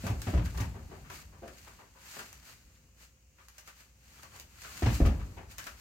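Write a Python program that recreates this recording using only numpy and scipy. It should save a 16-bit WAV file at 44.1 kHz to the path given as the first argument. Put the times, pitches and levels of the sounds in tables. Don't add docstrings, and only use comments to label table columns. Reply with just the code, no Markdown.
import sys
import numpy as np
from scipy import signal
from scipy.fft import rfft, irfft
from scipy.io import wavfile

SR = 44100
rng = np.random.default_rng(int(sys.argv[2]) if len(sys.argv) > 2 else 0)


def dump(signal):
    limited = np.clip(np.atleast_2d(signal).T, -1, 1)
    pcm = np.round(limited * 32767).astype(np.int16)
    wavfile.write(sys.argv[1], SR, pcm)


N = 256172
TIME = np.arange(N) / SR

# fastest moment t/s, level/dB, swell t/s
CLOTH_SWISHES = [(0.07, -52, 0.078), (0.30, -54.5, 0.12), (0.46, -53, 0.018), (0.604, -57, 0.12),
                 (1.02, -65.5, 0.29), (1.161, -52, 0.053), (1.49, -71, 0.092), (1.671, -61.5, 0.22),
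                 (2.168, -52, 0.14), (2.502, -56.5, 0.066), (2.74, -72.5, 0.24), (3.03, -60.5, 0.044),
                 (3.45, -70, 0.097), (3.60, -65.5, 0.076), (3.692, -57.5, 0.033), (3.807, -61, 0.058),
                 (4.20, -62, 0.17), (4.38, -58, 0.067), (4.646, -55.5, 0.047), (4.80, -52, 0.21),
                 (4.957, -45.5, 0.056), (5.32, -68, 0.3), (5.522, -55.5, 0.025), (5.669, -55, 0.089),
                 (5.80, -60, 0.025)]
# t/s, then level/dB, f/Hz for each of thump, knock and slap
DUMMY_BLOWS = [(0.037, -33, 95, -30.5, 212, -40.5, 640), (0.091, -24.5, 102.5, -39, 290, -41.5, 760),
               (0.267, -26.5, 96, -31, 203, -36.5, 720), (0.334, -20.5, 68, -29, 291, -37, 623),
               (0.372, -25.5, 115, -35.5, 211, -38.5, 920), (0.443, -38.5, 88.2, -47, 244, -56, 900),
               (0.541, -30.5, 59.8, -55, 233, -47.5, 900), (0.597, -26.5, 103.6, -39, 254, -38, 910),
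               (0.786, -46.5, 72, -46.5, 231, -61, 800), (1.420, -62, 72, -43, 349, -46, 573),
               (1.428, -62, 70, -45.5, 681, -49.5, 700), (4.821, -21, 77, -27, 325, -32.5, 750),
               (4.859, -18.5, 110, -23, 244, -31.5, 895), (5.002, -10.5, 48.4, -16, 281, -36.5, 586),
               (5.050, -19.5, 76.5, -23, 240, -35.5, 750)]
# t/s, level/dB, f/Hz
SLEEVE_FLAPS = [(0.064, -35.5, 860), (0.454, -41.5, 1480), (0.574, -40.5, 1040), (1.098, -43, 1060),
                (1.475, -47, 1350), (2.189, -39, 1430), (3.673, -46, 1430), (4.228, -47, 1130),
                (5.058, -38, 1280), (5.584, -40, 1570), (5.665, -38.5, 1420)]
# t/s, level/dB, fade t/s
FOLD_SNAPS = [(0.217, -43.5, 0.0034), (0.603, -50.5, 0.015), (2.328, -47, 0.0015), (3.484, -53.5, 0.0028),
              (3.581, -54, 0.007), (4.232, -55, 0.0015), (4.398, -40, 0.0013), (5.582, -40, 0.0021),
              (5.641, -50.5, 0.0021)]
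# t/s, level/dB, f/Hz
FOOT_SCUFFS = [(0.74, -48, 815), (0.907, -46.5, 760), (1.045, -51.5, 1310), (1.32, -54, 940),
               (1.664, -50, 970), (1.785, -50, 940), (1.948, -55, 990), (2.16, -46.5, 860),
               (2.76, -64, 1900), (3.381, -53.5, 1250), (4.328, -52.5, 1010), (4.643, -43.5, 1340),
               (5.195, -47.5, 1240), (5.369, -45, 844)]
# t/s, level/dB
SHUFFLE_CURVE = [(0.72, -50.5), (0.8, -51.5), (2.03, -67), (2.56, -63.5), (3.66, -72.5), (4.28, -63),
                 (4.64, -64.5), (4.75, -60)]

# f/Hz, level/dB
SLIDE_COLOUR = [(700, -6), (1400, 2), (2800, 3), (3400, -3.5), (4500, 3), (5500, -1.5), (6700, 3),
                (8500, -2.5), (10300, -9.5), (12300, -2.5), (16000, -9.5)]
FLUTTER_COLOUR = [(150, 7), (400, -3.5), (1400, 4.5), (2700, -9), (3400, -3.5), (6000, -54)]
SLAP_COLOUR = [(150, 16.5), (800, -4), (2700, -1.5), (3400, -3.5), (6500, -3.5), (10300, -18.5),
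               (16000, -17)]
FLOOR_COLOUR = [(27, -19), (42, -7.5), (58, -0.5), (85, -3.5), (130, -10.5), (200, -15), (320, -22.5),
                (600, -29)]
SNAP_COLOUR = [(700, -5.5), (1600, -1), (3500, -8.5), (6500, -1.5), (10300, -12), (12500, -7.5),
               (16000, -11.5)]

# f/Hz, level/dB, t/s to fade by 60 dB
ROOM_NOTES = [(64.5, -6.5, 0.64), (116, -14, 0.45), (160.4, 5, 0.3), (182.3, -9.5, 0.44),
              (252.5, -10, 0.74), (296.2, 2, 0.3)]
# f/Hz, t/s to fade by 60 dB
ECHO_TIMES = [(60, 0.43), (1000, 0.26), (16000, 0.15)]
# f/Hz, likeness (1 = the same), left minus right level/dB
MIC_PAIR = [(60.5, 0.97, 0.7), (250, 0.86, 1.6), (520, 0.7, 1.9), (950, 0.23, 2), (2380, 0, 6),
            (9150, 0, -2.5)]


def from_db(db):
    return 10 ** (np.asarray(db) / 20)


def rms_one(x):
    return x / np.sqrt(np.mean(x ** 2) + 1e-20)


def at_hz(points, hz, column=1):
    points = np.array(points)
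    return np.interp(np.log(hz + 1e-6), np.log(points[:, 0]), points[:, column])


def add(out, s, sound):
    start = max(round(s * SR), 0)
    out[..., start:start + sound.shape[-1]] += sound[..., :N - start]


def drift(per_s):
    points = rng.standard_normal(N // 8)
    return np.interp(TIME * per_s, np.arange(len(points)), points)


def burst(decay_s, rise_s):
    t = TIME[:SR // 2]
    return (1 - np.exp(-t / rise_s)) * np.exp(-t / decay_s)


def room_noise(colour):
    hz = np.fft.rfftfreq(2 ** 18, 1 / SR)
    mid, side = rfft(rng.standard_normal((2, 2 ** 18)))
    alike = np.clip(at_hz(MIC_PAIR, hz), -1, 1)
    pair = np.sqrt(1 + alike) * mid + np.sqrt(1 - alike) * side * [[1], [-1]]
    balance = from_db(at_hz(MIC_PAIR, hz, column=2) * np.array([[.5], [-.5]]))
    low_cut = np.minimum(hz / colour[0][0], 1) ** 2
    high_cut = 1 / (1 + (hz / (2 * colour[-1][0])) ** 4)
    return rms_one(irfft(pair * balance * low_cut * high_cut * from_db(at_hz(colour, hz)))[:, :N])


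def room_tone():
    air = room_noise([(50, -43), (200, -7), (800, -39.5), (2800, -13), (3500, -28.5),
                      (6700, -10.5), (10000, -28.5), (16000, -21)])
    hum = sum(from_db(db) * np.sin(2 * np.pi * hz * TIME) for hz, db in [(59.2, -63.5), (522, -81)])
    return hum * from_db(2 * drift(19)) + from_db(-70.5) * air


def crinkle(per_s, spread_db, decay_s):
    sizes = from_db(spread_db * np.minimum(rng.exponential(1, N), 4))
    creases = (rng.random(N) < per_s / SR) * sizes
    return rms_one(signal.lfilter([1], [1, -np.exp(-1 / (decay_s * SR))], creases + 1e-18))


def uniforms(settle_db=-17, settle_s=0.35):
    power = 0
    for s, db, swell_s in CLOTH_SWISHES:
        before, after = np.minimum(TIME - s, 0), np.maximum(TIME - s, 0)
        fade = np.exp(-after / (0.94 * swell_s))
        settle = from_db(settle_db) * np.exp(-after / settle_s)
        speed = np.exp(-(before / swell_s) ** 2) * np.hypot(fade, settle)
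        power = power + (from_db(db) * speed) ** 2
    catches = np.hypot(from_db(3.5), from_db(-4) * crinkle(per_s=49, spread_db=0.5, decay_s=0.0056))
    hiss = catches * room_noise(SLIDE_COLOUR)
    flutter = from_db(-7.5 + 4.8 * drift(90)) * room_noise(FLUTTER_COLOUR)
    return np.sqrt(power) * (hiss + flutter)


def padded_blows(rows, firm_swell_s, overtone, overtone_db, firm_db=-20, stiffening=0.28):
    out, t = np.zeros(N), TIME[:SR // 2]
    for s, db, hz in rows:
        swell_s = firm_swell_s * from_db(stiffening * (firm_db - db))
        shape = t / swell_s * np.exp(1 - t / swell_s)
        phase = 2 * np.pi * hz * t
        swing = np.sin(phase) + from_db(overtone_db) * np.sin(overtone * phase)
        add(out, s, -from_db(db) * shape * swing)
    return out


def thuds(lag_cycles=0.483):
    knocks = [(s, db, hz) for s, _, _, db, hz, _, _ in DUMMY_BLOWS]
    thumps = [(s + lag_cycles / hz, db, hz) for s, db, hz, *_ in DUMMY_BLOWS]
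    knock = padded_blows(knocks, firm_swell_s=0.0025, overtone=2.306, overtone_db=-13)
    thump = padded_blows(thumps + rocking(thumps), firm_swell_s=0.0093, overtone=2.6, overtone_db=-13.5)
    echo = room_echo(from_db(-8.5) * thump + from_db(-5) * knock, build_s=0.0017)
    return from_db(-2) * (thump + knock) + from_db(1) * room_boom(thump + knock) + echo


def room_boom(x):
    out = 0
    for hz, db, ring_s in ROOM_NOTES:
        kept = np.exp(-np.log(1000) / (ring_s * SR))
        feedback = [1, -2 * kept * np.cos(2 * np.pi * hz / SR), kept * kept]
        out = out + from_db(db) * signal.lfilter([1 - kept, 0, kept - 1], feedback, x + 1e-18)
    return out


def room_echo(x, build_s):
    t = TIME[:SR * 3 // 4]
    noise = rfft(room_noise([(20, 0), (20000, 0)])[:, :len(t)])
    hz = np.fft.rfftfreq(len(t), 1 / SR)
    centres = np.geomspace(60, 16000, 9)
    echo = 0
    for centre, share in zip(centres, np.eye(len(centres))):
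        band = irfft(noise * at_hz(np.c_[centres, share], hz), len(t))
        echo = echo + band * from_db(-60 * t / at_hz(ECHO_TIMES, centre))
    echo = rms_one(echo * (1 - np.exp(-t / build_s))) / np.sqrt(len(t))
    return signal.fftconvolve(np.atleast_2d(x), echo, axes=1)[:, :N]


def slaps():
    out = np.zeros((2, N))
    touches = room_noise(SLAP_COLOUR) * from_db(2 * drift(500))
    hands = [(s, db, hz) for s, *_, db, hz in DUMMY_BLOWS]
    kinds = [(hands, 32.9, 8.5), (SLEEVE_FLAPS, 28, 10), (FOOT_SCUFFS, 39.3, 7.5)]
    for rows, fade_cycles, hollow_db in kinds:
        for s, db, hz in rows:
            force_db = db + 40
            rise_s = 0.0037 * from_db(-force_db * 2 / 3)
            spread = 1 + 1.78 * from_db(0.32 * force_db)
            shape = burst(fade_cycles / hz, rise_s)
            band = signal.butter(2, [hz / spread, min(hz * spread, SR / 3)], "band", fs=SR, output="sos")
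            touch, skin = (touches[:, i:i + len(shape)] for i in rng.integers(N - len(shape), size=2))
            body = signal.sosfilt(band, touch)
            hollow = from_db(hollow_db) * signal.lfilter(*signal.iirpeak(hz, Q=4.2, fs=SR), body)
            sting = from_db(force_db - 17) * skin
            add(out, s, from_db(db + 0.5) * shape * rms_one(body + hollow + sting))
    return out + from_db(-9.5) * room_echo(out, build_s=0.0025)


def mats(wobble_db=-22.5):
    shuffle_db = np.interp(TIME, *np.transpose(SHUFFLE_CURVE))
    power = from_db(shuffle_db + 3) ** 2
    wobble = burst(decay_s=0.18, rise_s=0.0094)
    for s, thump_db, *_ in DUMMY_BLOWS:
        add(power, s, (from_db(thump_db + wobble_db) * wobble) ** 2)
    return np.sqrt(power) * room_noise(FLOOR_COLOUR)


def snaps(crack_lag_s=0.0023, crack_db=-10.5, crack_decay_s=0.0047):
    level = np.zeros(N)
    sleeve_cracks = [(s + crack_lag_s, db + crack_db, crack_decay_s) for s, db, _ in SLEEVE_FLAPS]
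    for s, db, decay_s in FOLD_SNAPS + sleeve_cracks:
        add(level, s, from_db(db + 10) * burst(decay_s, rise_s=0.0006))
    out = level * room_noise(SNAP_COLOUR)
    return out + from_db(-1.5) * room_echo(out, build_s=0.0036)


def rocking(thumps, gap_s=0.052, hz=68.3, first_db=-7, step_db=-15):
    return [(s + (k + 1) * gap_s, db + first_db + k * step_db, hz)
            for s, db, _ in thumps for k in range(2)]


def scene():
    return thuds() + slaps() + snaps() + uniforms() + mats() + room_tone()


def record(dry, low_hz=28, high_hz=15900):
    trimmed = signal.sosfilt(signal.butter(3, low_hz, "high", fs=SR, output="sos"), dry)
    return signal.sosfilt(signal.ellip(10, .1, 80, high_hz, fs=SR, output="sos"), trimmed)


dry = scene()
out = record(dry)
dump(out)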